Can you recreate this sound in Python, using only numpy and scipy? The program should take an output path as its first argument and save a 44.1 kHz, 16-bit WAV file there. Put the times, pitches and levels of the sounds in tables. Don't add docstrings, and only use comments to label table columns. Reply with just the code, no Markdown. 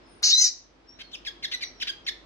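import sys
import numpy as np
from scipy import signal
from scipy.fft import rfft, irfft, next_fast_len
from scipy.io import wavfile
from scipy.ndimage import uniform_filter1d, minimum_filter1d, map_coordinates

SR = 44100
rng = np.random.default_rng(int(sys.argv[2]) if len(sys.argv) > 2 else 0)


def unload_wav(signal):
    wavfile.write(
        sys.argv[1],
        SR,
        np.round(np.clip(np.atleast_2d(signal).T, -1, 1) * 32767).astype(np.int16),
    )


def volts(x):
    e = np.asarray(x, float) / 20
    return 10 ** e


N = 99225
T = np.arange(N) / SR
TOP_HZ = 15800


def unit(x):
    return x / np.sqrt(np.mean(x ** 2) + 1e-20)


def along(points, hz):
    f, v = np.transpose(points)
    return np.interp(np.log(hz + 1), np.log(f + 1), v)


def wobble(rate, size=N):
    knots = rng.standard_normal(int(size * rate / SR) + 4)
    return unit(map_coordinates(knots, [np.arange(size) * rate / SR]))


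def filtered(x, response):
    m = next_fast_len(N + 8192)
    return irfft(rfft(x, m) * response(np.fft.rfftfreq(m, 1 / SR)), m)[..., :N]


def syrinx(hz, rasp, halves, second_db, shake_rad, blur_rad):
    size = len(hz)
    rasp = np.clip(rasp, 0, 1)
    k = np.arange(1, 11)[:, None]

    blur = blur_rad * np.clip(k * hz / 6300 * 5 - 5, 0, 1)
    phase = 2 * np.pi * np.cumsum(hz) / SR
    phase = phase + (shake_rad * rasp + blur) * wobble(600, size)
    phase += 0.8 * rasp * wobble(90, size)

    flutter_hz = 550 * (1 + 0.09 * wobble(150, size))
    flutter = 2 * np.pi * np.cumsum(flutter_hz) / SR
    bend = 1.6 * rasp * np.sin(flutter + k)
    strength = np.where(k == 2, volts(second_db), 1) * (k * hz < TOP_HZ)
    pulses = (strength * np.cos(k * phase + k * k + bend)).sum(0)

    chop = np.exp(0.6 * np.cos(flutter))
    chop = unit(unit(chop - chop.mean()) + 0.4 * wobble(2500, size))
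    every_other = 1 + 2 * halves * np.cos(phase[0] / 2)
    return pulses * every_other * (1 - 0.3 * rasp + 0.42 * rasp * chop)


def call():
    # start_s, pitch_hz, level_db, rasp (0-1),
    # every_other_pulse share (0-1), second_overtone_db
    call_path = [
        (0.228, 1650, -30.5, 0.66, 0, 14),
        (0.24, 1656, -13, 0.8, 0.23, -6),
        (0.293, 1684, -16, 0.77, 0.42, -3),
        (.33, 1900, -11.5, .3, 0, 16),
        (.35, 1979, -12, 0, 0.17, 4),
        (0.401, 2070, -14, 0.33, 0.3, -0.5),
        (0.414, 2069, -11, .3, 0.57, -16),
        (0.471, 1870, -15.5, 0.54, 0.1, -6.5),
        (0.494, 1659, -26.5, 0.83, .2, -8),
    ]
    # pitch_hz, level_db
    throat = [(900, -37.5), (2000, -23.5), (3050, -18), (3450, -21.5), (3900, 1), (6400, 0), (7300, -16),
              (8700, -37.5), (15000, -43)]
    # pitch_hz, level_db
    gasp_colour = [(300, -19), (900, -13.5), (2200, -0.5), (3000, 1.5), (4000, -28.5)]
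    # start_s, peak_db
    beak_ticks = [(.2245, -32.5), (.2272, -33.5), (0.228, -35.5)]

    s, *columns = np.transpose(call_path)
    hz, db, rasp, halves, second_db = [np.interp(T, s, c) for c in columns]
    hz = uniform_filter1d(hz, size=500)
    voice = syrinx(hz, rasp, halves, second_db, shake_rad=0.2, blur_rad=0.05)
    voice = filtered(voice, lambda f: volts(along(throat, f)))
    voice /= np.sqrt(uniform_filter1d(voice ** 2, size=900).clip(1e-9))

    gasp = unit(filtered(rng.standard_normal(N), lambda f: volts(along(gasp_colour, f))))
    gasp *= volts(-36.5) * np.clip((0.335 - T) / 0.02, 0.12, 1)
    edges = np.clip((T - s[0]) / 0.0011, 0, 1) * np.clip((s[-1] - T) / 0.004 + 1, 0, 1)
    out = edges * (voice * volts(db) + gasp)

    for at, peak_db in beak_ticks:
        t = (T - at).clip(0)
        fade = volts(peak_db - 60 * t / 0.004) * (T > at)
        click = np.sin(2 * np.pi * 1500 * t) + 0.6 * np.gradient(rng.standard_normal(N))
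        out += fade * click
    return out


def chirps():
    # start_s (of the voice), length_s, top_hz, end_hz, level_db
    chirp_notes = [
        (1.011, 0.013, 1650, 1478, -38),
        (1.125, .034, 3800, 2241, -35),
        (1.253, .037, 2650, 1631, -34.5),
        (1.432, 0.026, 2250, 1577, -30),
        (1.53, .025, 2350, 1977, -29),
        (1.617, .026, 2450, 1901, -30.5),
        (1.805, .031, 3050, 1510, -29.5),
        (1.884, 0.024, 2000, 1617, -31.5),
        (2.069, 0.028, 2300, 1766, -28.5),
    ]
    # lead_in_s, lead_in_db, hold (share of length before falling),
    # fall (share of length spent falling), rasp (0-1)
    shapes = [(0.02264, -42, 0, 1.9, 0.49), (.012, -46, .1, 1.1, 0.2), (0.0044, -40, 0.13, .55, .12),
              (0.00705, -39.5, 0.015, 1.1, 0.14), (.017, -31.5, 0.057, 0.27, 0.2),
              (0.0098, -38.5, 0, 1, 0.21), (0.00583, -39.5, .15, .8, 0.26), (.014, -30, 0.013, 0.36, 0),
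              (0.00492, -33, 0.003, 1, 0.21)]
    # pitch_hz, level_db
    soft_throat = [(1000, -16), (1700, -3), (3600, 2.5), (5200, -3), (6300, -12.5), (8000, -26.5),
                   (11000, -29.5), (15000, -32.5)]
    unsteady = dict(shake_rad=0.5, blur_rad=0.6)

    out = np.zeros(N)
    t = np.arange(-2000, 3000) / SR
    for (s, length, top_hz, end_hz, db), (lead, lead_db, hold, fall, rough) in zip(chirp_notes, shapes):
        u = t / length
        early = np.clip(t / lead, -1, 0)
        drop = np.cos(np.pi / 2 * np.clip((u - hold) / fall, 0, 1)) ** 2
        hz = end_hz + (top_hz - end_hz) * drop
        hz *= 1 + 0.38 * early + 0.015 * wobble(150, len(t))

        swell = np.sin(np.pi / 2 * np.clip(u / 0.53, 0, 1))
        release = np.clip((length - t) / 0.0062 + 0.32, 0, 1) ** 1.7
        rasp = rough + 0.68 * np.clip(1 - u / 0.3, 0, 1)
        sound = volts(db) * swell * release * syrinx(hz, rasp, rough / 2, 2.32, **unsteady)

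        hoarse = np.clip((t + lead) / 0.001, 0, 1) * np.clip(1 - t / 0.002, 0, 1)
        hoarse *= volts(6.5 * early)
        sound += volts(lead_db) * hoarse * syrinx(hz, 0.86, 0.18, 4.1, **unsteady)
        out[round(s * SR) - 2000:][:len(t)] += sound
    return filtered(out, lambda f: volts(along(soft_throat, f)))


def whistles():
    # start_s, length_s, first_hz, last_hz, level_db
    clear_notes = [
        (.02, .14, 5200, 5150, -70),
        (.06, .17, 9280, 9220, -70),
        (.86, .135, 5360, 5800, -58),
        (.93, .07, 3750, 4050, -68),
        (1.022, .09, 4380, 4200, -57),
    ]
    # start_s, length_s, first_hz, last_hz, level_db
    chatter = [
        (1.5, .12, 5900, 5800, -56),
        (1.628, .08, 5800, 5650, -49),
        (1.75, .06, 5500, 5600, -62),
        (2.04, .03, 5600, 5700, -62),
    ]

    out = np.zeros(N)
    for notes, blurred in ((clear_notes, False), (chatter, True)):
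        for s, length, first_hz, last_hz, db in notes:
            u = np.clip((T - s) / length, 0, 1)
            hz = first_hz + (last_hz - first_hz) * u + 30 * wobble(100)
            waver = wobble(350) if blurred else volts(3 * wobble(150))
            swell = np.sin(np.pi * u ** 0.65) * waver
            out += volts(db) * swell * np.sin(2 * np.pi * np.cumsum(hz) / SR)
    return out


def placed(x, source):
    lead_s = {"call": 1.6e-4, "chirp": 0.00011, "far": -0.00015}
    side_db = {"call": 1, "chirp": 0.17, "far": 2}
    wet_db = {"call": -11, "chirp": -9, "far": -1}
    # delay_s, level_db
    walls = [(.004, -2), (.011, -16), (.018, -17), (.027, -21), (.034, -17.5)]
    # pitch_hz, fade_s
    room_fade = [(500, .45), (3000, 0.36), (6000, 0.34), (12000, 0.27)]

    hz, t, z = signal.stft(rng.standard_normal((2, SR // 2)), SR, nperseg=256)
    fading = z * volts(-60 * t / along(room_fade, hz)[:, None])
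    tail = signal.istft(fading, SR, nperseg=256)[1]
    tail *= np.clip(np.arange(tail.shape[1]) / SR / 0.0051, 0, 1)
    tail /= np.linalg.norm(tail[0])
    wet = volts(wet_db[source]) * signal.fftconvolve(x[None], tail, axes=1)[:, :N]

    ports = np.array([[1], [-1]])

    def delay(f, s):
        return np.exp(-2j * np.pi * f * s)

    def paths(f):
        direct = volts(ports * side_db[source]) * delay(f, -ports * lead_s[source] / 2)
        bounces = sum(volts(db) * delay(f, s + ports * rng.normal(0, 0.00022)) for s, db in walls)
        return direct + volts(wet_db[source] + 7.5) * bounces

    return filtered(x, paths) + wet


def air():
    # pitch_hz, level_db (per Hz)
    hiss_colour = [(41, -29.5), (70, -6.5), (124, -11), (357, -7.5), (906, -13), (5140, -25.5), (7680, -41),
                   (9090, -43), (11000, -79.5), (14300, -107), (22000, -120)]
    # pitch_hz, width_hz, level_db
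    boom_tones = [(265, 15, -68.5), (341, 38, -64.5)]
    # pitch_hz, likeness (0-1)
    likeness = [(60, .8), (130, .5), (290, .7), (640, .15), (1400, 0)]

    def rush(gain):
        def split(f):
            turn = np.arccos(np.clip(along(likeness, f), -1, 1)) / 2
            return gain(f) * [np.cos(turn), np.sin(turn)]
        mid, side = filtered(rng.standard_normal((2, N)), split)
        return unit(np.array([mid + side, mid - side]))

    def peak(hz, width_hz):
        return lambda f: 1 / (1 + (2 * (f - hz) / width_hz) ** 2)

    booms = sum(volts(db + 1.1 * wobble(4.1)) * rush(peak(hz, width)) for hz, width, db in boom_tones)
    hum_hz = 48.6
    hum = np.sin(2 * np.pi * hum_hz * T + 0.5 * wobble(2.5)) + 0.3 * rush(peak(hum_hz, 7))
    hum *= volts(-59 + 0.8 * wobble(3))
    hiss = volts(-56 + 0.8 * wobble(1.4)) * rush(lambda f: volts(along(hiss_colour, f)))
    return hiss + booms + hum


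def scene():
    return placed(call(), "call") + placed(chirps(), "chirp") + placed(whistles(), "far") + air()


def top_cut(x):
    return signal.sosfilt(signal.butter(12, 16130, fs=SR, output="sos"), x)


def record(dry):
    duck_over_db, duck_ratio = -22, 0.49
    hold_s, recover_db_per_s = 0.225, 9
    level_db = 10 * np.log10(np.abs(uniform_filter1d((dry ** 2).mean(0), size=1300)) + 1e-12)
    need_db = np.clip(level_db - duck_over_db, 0, None) * duck_ratio
    hold = round(hold_s * SR)
    held_db = -minimum_filter1d(-need_db, hold, origin=(hold - 1) // 2)
    recovery_db = recover_db_per_s * T
    duck_db = np.maximum.accumulate(held_db + recovery_db) - recovery_db
    ducked = dry * volts(-uniform_filter1d(duck_db, size=900))
    mix = filtered(ducked, lambda f: f < TOP_HZ)
    return top_cut(mix)


dry = scene()
out = record(dry)
unload_wav(out)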